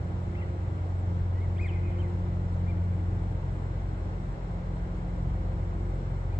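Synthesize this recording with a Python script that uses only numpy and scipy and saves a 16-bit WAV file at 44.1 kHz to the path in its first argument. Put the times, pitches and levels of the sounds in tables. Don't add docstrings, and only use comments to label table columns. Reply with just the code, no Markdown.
import sys
import numpy as np
from scipy import signal
from scipy.fft import rfft, irfft, next_fast_len
from scipy.io import wavfile
from scipy.ndimage import uniform_filter1d

SR = 44100
rng = np.random.default_rng(int(sys.argv[2]) if len(sys.argv) > 2 else 0)


def materialize(psi):
    bounded = np.clip(np.atleast_2d(psi).T, -1, 1)
    quanta = np.round(bounded * 32767).astype(np.int16)
    wavfile.write(sys.argv[1], SR, quanta)


def invert_db(x):
    u = np.asarray(x, float) / 20
    return 10 ** u


N = 281799

# order, level_db
DIESEL_STEADY = [(7 / 3, -55), (10 / 3, -59), (11 / 3, -59), (14 / 3, -59), (10, -70), (11, -68), (12, -66),
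                 (14, -57.5)]
# time_s, rate_hz
FIRING_RATE = [(0, 22.442), (3.2, 22.442), (3.6, 22.405), (6.39, 22.405)]
# time_s, order_2_throb_db, order_4_funnel_note_db
SHIP_APPROACH = [(0, -44.5, -33.5), (.5, -46, -33.5), (1.3, -40.5, -28), (2.3, -38.5, -30.5),
                 (2.9, -39.5, -28), (3.3, -34.5, -33), (4.1, -36.5, -36.5), (4.4, -37, -45),
                 (4.7, -35.5, -37.5), (5, -36.5, -41.5), (5.3, -33.5, -34), (6.15, -34.5, -37),
                 (6.39, -35, -29)]
# time_s, order_3_db, order_5_db, order_6_db
AIR_PATH = [(0, -45, -47.5, -44.5), (.5, -41.5, -45.5, -49.5), (1.099, -45.5, -43, -49),
            (1.5, -47, -45, -44), (1.9, -52.5, -45.5, -56), (2.5, -50, -49, -44.5), (3, -51, -40, -53.5),
            (3.55, -53, -50, -38), (4.1, -45, -48.5, -53), (4.499, -48.5, -51, -41), (4.9, -48, -56.5, -47),
            (5.299, -36.5, -52.5, -39.5), (5.6, -40, -64, -48), (5.95, -46.5, -47, -38.5),
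            (6.39, -48, -41.5, -45)]
# time_s, left_minus_right_db
SHIP_PAN = [(0, -1), (1.2, 0.5), (3.5, 0.7), (5, 0.5), (6.39, 1)]
# time_s, level_db
HORN_NOTE = [(0.0, -45), (0.12, -42), (0.93, -48.5), (1.1, -39), (1.42, -51.5), (1.49, -44), (2.76, -38),
             (3.54, -43), (3.63, -52), (4.27, -43), (4.31, -51), (4.52, -41), (5.53, -41), (5.91, -45.5),
             (6.07, -45.5), (6.16, -45.5), (6.21, -63), (6.39, -52)]
HORN_SECOND = [(0.0, -53.5), (0.36, -46.5), (0.94, -60), (2.1, -43), (2.21, -56), (2.26, -43),
               (2.35, -59.5), (2.4, -49.5), (2.47, -59), (3.01, -62), (3.11, -52.5), (3.33, -60.5),
               (5.16, -56.5), (5.3, -66), (5.34, -55), (5.92, -47.5), (6.14, -65), (6.39, -61)]
HORN_THIRD = [(0.0, -72), (0.16, -62), (0.66, -51), (0.69, -63), (0.93, -61.5), (1.07, -70), (1.1, -56.5),
              (1.9, -63), (1.94, -50), (2.12, -59.5), (3.33, -63), (3.35, -59), (4.0, -68), (4.04, -50),
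              (4.25, -64.5), (5.48, -54.5), (6.3, -62), (6.39, -67)]
# pitch_hz, level_db, twin_above_hz, twin_db, in_step_s
GENERATOR = (58.54, -47.5, .59, -52.3, 2.05)
# pitch_hz, level_db, wander_hz
HULL_HUMS = [(117.1, -52.5, .1), (305.55, -61, .2), (320.0, -67, .5), (137.2, -52, .8)]
# freq_hz, left_db_per_hz, right_db_per_hz, likeness_0_1, left_lead_rad
RUMBLE = [(18, -73.7, -75.1, 0.72, -0.0), (30, -68.8, -69.7, 0.91, -0.2), (45, -60.8, -61.5, 0.99, -0.2),
          (60, -63, -63.3, 0.98, -0.15), (75, -61.7, -61.7, 0.98, -0.1), (100, -61.5, -61.5, 0.98, -0.1),
          (135, -63, -63.2, 0.99, -0.1), (155, -65.7, -66.1, 0.96, -0.1), (190, -70.8, -71.0, 0.93, -0.1),
          (230, -70.3, -70.0, 0.91, -0.0), (250, -74.3, -74.5, 0.85, -0.1), (282, -76, -76.8, 0.72, -0.1),
          (298, -74, -74.8, 0.72, -0.1), (312, -70, -70.8, 0.8, -0.1), (326, -73.5, -74.2, 0.75, -0.1),
          (340, -72.5, -73.5, 0.7, -0.1), (450, -74.9, -76.5, 0.73, 0.2), (650, -77.7, -76.2, 0.37, 0.5),
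          (900, -79.7, -79.6, 0.3, 0.6)]
# freq_hz, left_db_per_hz, right_db_per_hz, likeness_0_1
HISS = [(1100, -82.7, -82.2, 0.52), (1450, -83.0, -83.6, 0.63), (1800, -89.0, -91.1, 0.26),
        (2100, -89.1, -90.8, 0.37), (2450, -94.0, -100.3, 0.12), (3000, -95.0, -101.6, 0.19),
        (4000, -97.9, -103.8, 0.23), (4800, -105.5, -107.4, 0.32), (5400, -105.1, -105.7, 0.21),
        (6350, -108.0, -109.6, 0.26), (7200, -105.6, -108.9, 0.34), (8000, -104.5, -113, 0.31),
        (8500, -114.3, -119.5, 0.51), (9200, -118.6, -121.6, 0.86)]
# freq_hz, left_lead_rad
HISS_LEAD = [(1100, 2.3), (1450, 3.1), (1750, 3.0), (2200, .5), (2600, 2.9), (3400, 3.1)]
# freq_hz, lift_db
HARBOUR_LIFT = [(30, -0.5), (70, 2.5), (115, -0.5), (160, 3), (250, 1), (500, 2), (800, 1.5), (1300, 0.5),
                (2100, 1.4), (3000, -0.1), (4200, -1.1), (9000, 0.3)]
# centre_hz, width_hz, gain_db
PORTS = [(4150, 190, 3), (5360, 160, 4), (6400, 150, -4), (7140, 290, 2), (7490, 70, 4), (7989, 30, 12),
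         (9200, 120, -12)]
# crest_s, crest_hz, rise_s, fall_s, effort_db
BIRD_CALLS = [
    (.379, 1370, .022, .010, -51.5),
    (1.392, 990, .027, .002, -53.5),
    (1.424, 1095, .020, .007, -54.5),
    (1.618, 2502, .037, .0365, -47),
    (1.998, 1557, .022, .016, -55.5),
    (2.69, 1187, .021, .009, -49.5),
    (6.116, 1580, .024, .011, -68),
    (6.338, 1230, .027, .006, -58.5),
]
# left_minus_right_db, left_lag_ms, crest_hold_s, softer_db_per_octave, echo_db
PERCHES = [(-1.5, .16, .023, -4, -5), (-2, .01, .008, 12, -6), (-3, .01, .012, 12, -6),
           (-1.5, .041, .014, 4.5, 0), (-5, .051, .009, 1, -6), (4, .068, .016, 55, -4),
           (1, .15, .009, 7.5, -4), (0, .11, .005, 8, -4)]
FLUTTER_DB = (2.5, 2.4, 5, 5)
# freq_hz, left_db, right_db
BIRD_PATH = [(900, -22, -22), (1500, -10, -10), (1850, -1, -2), (2080, 7, 3), (2450, 1, -5), (2800, 0, -4),
             (3200, 2, 5), (3500, -7, -5), (3900, -22, -23), (5000, -24, -19), (5800, -32, -32),
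             (6700, -36, -36), (7600, -13.5, -9), (8100, -18, -16), (9000, -40, -40)]
# left_delay_s, right_delay_s, left_db, right_db
FAR_ECHOES = [(.085, .078, -17, -13), (.104, .112, -18, -17), (.124, .15, -13, -15), (.14, .135, -17, -18),
              (.232, .222, -13, -8), (.245, .238, -15, -11), (.262, .253, -14, -11), (.3, .292, -16, -14),
              (.41, .405, -17, -14)]
# left_delay_s, right_delay_s, left_db, right_db
QUAY_ECHOES = [(.027, .031, -17, -11), (.044, .046, -13, -6.5), (.058, .066, -16, -10)]
# freq_hz, left_share_lost, right_share_lost
BAND_LOSS = [(7900, 0, 0), (8300, .05, .25), (8800, .5, .85), (9200, .75, .95), (9900, .65, .3),
             (10600, .75, .92), (11300, .03, .2), (14900, .02, .05), (15600, .15, .7)]
# freq_hz, mid_db, side_db
COARSENESS = [(170, 24, 15), (500, 21, 17), (850, 18, 16), (1200, 7, 10), (1650, 5, 6), (2250, 9, 6),
              (3000, 10, 11), (4000, 7, 3), (5200, 2, -5), (6300, -3, -7.5), (7600, 5, 4), (8200, 4, 3),
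              (8600, -6, -6), (9500, -6, -6), (9900, 30, 30)]


def in_time(rows):
    time_s, *columns = np.transpose(rows)
    return [np.interp(np.arange(N) / SR, time_s, column) for column in columns]


def at_hz(rows, hz):
    freq_hz, *columns = np.transpose(rows)
    return [np.interp(np.log(hz + 1e-9), np.log(freq_hz), column) for column in columns]


def drift(rate_hz):
    pole = np.exp(-80 * np.pi * rate_hz / SR)
    noise = rng.standard_normal(N // 40 + 4002)
    slow = signal.lfilter([1], [1, -2 * pole, pole * pole], noise)[4000:]
    return np.interp(np.arange(N) / 40, np.arange(len(slow)), slow / np.std(slow))


def tone(cycles, level_db):
    return np.sqrt(2) * invert_db(level_db) * np.cos(2 * np.pi * cycles)


def diesel():
    first_firing_cycles, pulse_turn_cycles = .3, .55
    funnel_turn_cycles = .17
    cycles = np.cumsum(in_time(FIRING_RATE)[0]) / SR - first_firing_cycles
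    throb_db, funnel_db = in_time(SHIP_APPROACH)
    orders = [(2, throb_db), (4, funnel_db)]
    orders += zip((3, 5, 6), in_time(AIR_PATH))
    orders += [(order, level_db + 2.0 * drift(.8)) for order, level_db in DIESEL_STEADY]
    out = np.zeros(N)
    for order, level_db in orders:
        turn = pulse_turn_cycles - funnel_turn_cycles * (order == 3)
        out += tone(order * cycles + turn, level_db)
    return out


def horn():
    t = np.arange(N) / SR
    out = tone(175.45 * t + 0.0098 * drift(0.68), in_time(HORN_NOTE)[0])
    out += tone(351.9 * t + 0.1 * drift(1.3), in_time(HORN_SECOND)[0])
    out += tone(527.0 * t + 0.13 * drift(1.1), in_time(HORN_THIRD)[0])
    return out


def generator():
    pitch_hz, level_db, above_hz, twin_db, in_step_s = GENERATOR
    t = np.arange(N) / SR
    cycles = pitch_hz * t + 0.12 * drift(0.83)
    return tone(cycles, level_db) + tone(cycles + above_hz * (t - in_step_s), twin_db)


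def hull_hums():
    out = np.zeros(N)
    for pitch_hz, level_db, wander_hz in HULL_HUMS:
        cycles = np.cumsum(pitch_hz + wander_hz * drift(1.35)) / SR + rng.random()
        out += tone(cycles, level_db + 3 * drift(1.0))
    return out


def ship_and_drones():
    lag_samples = 9
    mono = diesel() + horn() + generator() + hull_hums()
    pan_db = in_time(SHIP_PAN)[0]
    late = np.interp(np.arange(N) - lag_samples, np.arange(N), mono)
    return np.array([late * invert_db(pan_db / 2), mono * invert_db(-pan_db / 2)])


def harbour(patchy_db):
    mic_lag_s = 19 / 44100
    size = next_fast_len(N)
    hz = np.fft.rfftfreq(size, 1 / SR)
    electronics = [(9600, -122, -128, .2), (10100, -126, -124, .2), (10700, -130, -132, .2),
                   (11800, -128, -132, .2), (16000, -130, -134, .2)]
    floor = [(3.2, -110, -110, 1.0)] + [row[:4] for row in RUMBLE] + HISS + electronics
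    left_db, right_db, alike = at_hz(floor, hz)
    lead_rad = at_hz([(row[0], row[4]) for row in RUMBLE] + HISS_LEAD, hz)[0]
    lead_rad = np.where(hz > HISS_LEAD[-1][0], 2 * np.pi * hz * mic_lag_s, lead_rad)

    ports_db = sum(db / (1 + (2 * (hz - centre) / width) ** 2) for centre, width, db in PORTS)
    lift_db = ports_db + at_hz(HARBOUR_LIFT, hz)[0]
    peaks_db = np.clip(ports_db, 0, 12)
    left_db = left_db + lift_db
    right_db = right_db + lift_db - 0.27 * peaks_db
    alike = np.clip(alike + 0.043 * peaks_db, 0, 1)

    shared, own = rfft(rng.standard_normal((2, size))) * np.sqrt(SR / 2)
    right = invert_db(right_db) * shared
    left = invert_db(left_db) * (alike * shared * np.exp(1j * lead_rad) + np.sqrt(1 - alike ** 2) * own)
    out = 0
    octave = np.log2(np.clip(hz, 60, 7680) / 60)
    together = drift(.7)
    for k in range(8):
        share = np.clip(1 - np.abs(octave - k), 0, 1)
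        flicker = invert_db(patchy_db * (.5 * together + drift(13.0)))
        out = out + flicker * irfft(share * np.array([left, right]), size)[:, :N]
    return out


def lorry_lift():
    centre_s, lasts_s, lift_db = 5.97, .3, 0.5
    return invert_db(lift_db * np.exp(-((np.arange(N) / SR - centre_s) / lasts_s) ** 2))


def birds():
    rest_hz, pitch_jitter = 949, .005
    rises, falls = 1.7, 5.0
    attack_s, release_falls = .012, 2.0
    thinner_db = 36.5
    second_db, third_db, third_grows, full_voice_db = -6, -11, 1.8, -47
    fourth_falling_db, fourth_rising_db = 8, -14
    out, echoing = np.zeros((2, 2, N))
    flutter_db = [depth_db * drift(80.0) for depth_db in FLUTTER_DB]
    unsteady = 1 + pitch_jitter * drift(45.0)
    for call_row, perch in zip(BIRD_CALLS, PERCHES):
        crest_s, crest_hz, rise_s, fall_s, effort_db = call_row
        pan_db, lag_ms, hold_s, softer_db, echo_db = perch
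        end_s = hold_s + falls * fall_s
        n = np.arange(round((crest_s - rises * rise_s) * SR), min(round((crest_s + end_s) * SR), N))
        t = n / SR - crest_s
        rising = np.exp(-np.abs(t / rise_s) ** 2.2)
        falling = 1 / np.cosh(np.maximum(t - hold_s, 0) / fall_s)
        arch = np.where(t < 0, rising, falling)
        pitch_hz = (rest_hz + (crest_hz - rest_hz) * arch) * unsteady[n]
        sag_octaves = np.abs(np.log2(crest_hz / pitch_hz))

        level_db = effort_db - softer_db * sag_octaves
        third = third_db + third_grows * np.minimum(level_db - full_voice_db, 0)
        fourth = third + np.where(t > 0, fourth_falling_db, fourth_rising_db)
        partials_db = (-thinner_db * sag_octaves ** 3, second_db, third, fourth)
        attack = (n - n[0]) / SR / attack_s
        release = (end_s - t) / (release_falls * fall_s)
        fade = np.clip(np.minimum(attack, release), 0, 1)
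        for ear, side in enumerate((1, -1)):
            cycles = np.cumsum(pitch_hz) / SR - pitch_hz * lag_ms / 1000 * (ear == 0)
            call = 0
            for k, partial_db in enumerate(partials_db):
                heard_db = level_db + side * pan_db / 2 + partial_db + flutter_db[k][n]
                call = call + fade * tone((k + 1) * cycles, heard_db)
            out[ear, n] += call
            echoing[ear, n] += invert_db(echo_db) * call
    return out, echoing


def tap(left_s, right_s, left_db, right_db):
    at = np.round([[left_s * SR], [right_s * SR]])
    return (np.arange(SR) == at) * invert_db([[left_db], [right_db]])


def fog(echoes, order, highs_kept):
    dull = signal.sosfilt(signal.butter(order, 2850, fs=SR, output="sos"), echoes)
    return highs_kept * echoes + (1 - highs_kept) * dull


def shore(calls, echoing):
    t60_s, scatter_db = .8, -4
    bridge_s, bridge_db, smear_s = .25, -16, 0.02
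    water_left_s, water_right_s, water_db = 3.1 / 1000, 3.95 / 1000, -7
    size, t = next_fast_len(N + SR), np.arange(SR) / SR
    scatter = rng.standard_normal((2, SR)) * invert_db(-60 * t / t60_s) * (t > .012)
    girders = scatter * np.exp(-((t - bridge_s) / smear_s) ** 2)
    echoes = invert_db(scatter_db) * scatter / np.linalg.norm(scatter[0])
    echoes += invert_db(bridge_db) * girders / np.linalg.norm(girders[0])
    echoes += sum(tap(*row) for row in FAR_ECHOES)
    quay = sum(tap(*row) for row in QUAY_ECHOES)
    echoes = fog(echoes, 6, .08) + fog(quay, 4, .5)

    direct = tap(0, 0, 0, 0) - tap(water_left_s, water_right_s, water_db, water_db)
    colour = invert_db(np.array(at_hz(BIRD_PATH, np.fft.rfftfreq(size, 1 / SR))))
    heard = rfft(calls, size) * rfft(direct, size) + rfft(echoing, size) * rfft(echoes, size)
    return irfft(heard * colour, size)[:, :N]


def scene():
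    return ship_and_drones() + lorry_lift() * harbour(patchy_db=0.31) + shore(*birds())


def drop_bands(x):
    hz, _, frames = signal.stft(x, SR, nperseg=1024, boundary="odd")
    count = frames.shape[2]
    chance = rng.standard_normal((2, 65, count)) + .8 * rng.standard_normal((2, 1, count))
    chance = uniform_filter1d(chance, size=3, axis=2)
    rank = chance.ravel().argsort().argsort().reshape(chance.shape) / chance.size
    share_lost = np.array(at_hz(BAND_LOSS, hz))[:, :, None]
    kept = rank[:, np.arange(len(hz)) // 8] > share_lost
    return signal.istft(frames * kept, SR, nperseg=1024)[1][:, :N]


def coarsen(x):
    residue_db, residue_spread_db = -26, 9
    hop, lead = 1024, 2048 - 219
    n = np.arange(2 * hop)
    basis = np.cos(np.pi / hop * np.outer(n[:hop] + .5, n + .5 + hop / 2)) * np.sqrt(2 / hop)
    basis = basis * signal.windows.kaiser_bessel_derived(2 * hop, 4 * np.pi)
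    count = (N + lead) // hop + 1
    ends = ((0, 0), (lead, (count + 1) * hop - N - lead))
    pair = np.pad([x[0] + x[1], x[0] - x[1]], ends, mode="reflect", reflect_type="odd") / 2
    halves = pair.reshape(2, count + 1, hop)
    bins = np.concatenate([halves[:, :-1], halves[:, 1:]], axis=2) @ basis.T

    band_rms = np.sqrt(np.mean(bins.reshape(2, count, 64, 16) ** 2, axis=3) + 1e-20)
    step = np.repeat(band_rms * invert_db(2 * rng.standard_normal(band_rms.shape)), 16, axis=2)
    bin_hz = (n[:hop] + .5) * SR / 2 / hop
    step = step * invert_db(-np.array(at_hz(COARSENESS, bin_hz)))[:, None]
    bins = np.sign(bins) * np.floor(np.abs(bins / step) ** .75 + .4054) ** (4 / 3) * step
    spread = np.clip(rng.standard_normal((count, 1)), -2, 1.5)
    residue = invert_db(residue_db + residue_spread_db * spread)
    frames = (bins + residue * step * rng.standard_normal(bins.shape)) @ basis
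    joined = (frames[:, 1:, :hop] + frames[:, :-1, hop:]).reshape(2, -1)
    mid, side = joined[:, lead - hop:lead - hop + N]
    return np.array([mid + side, mid - side])


def low_pass(x):
    return signal.sosfilt(signal.butter(12, 15720, fs=SR, output="sos"), x)


def record(dry):
    mix = coarsen(drop_bands(dry))
    return low_pass(mix)


dry = scene()
out = record(dry)
materialize(out)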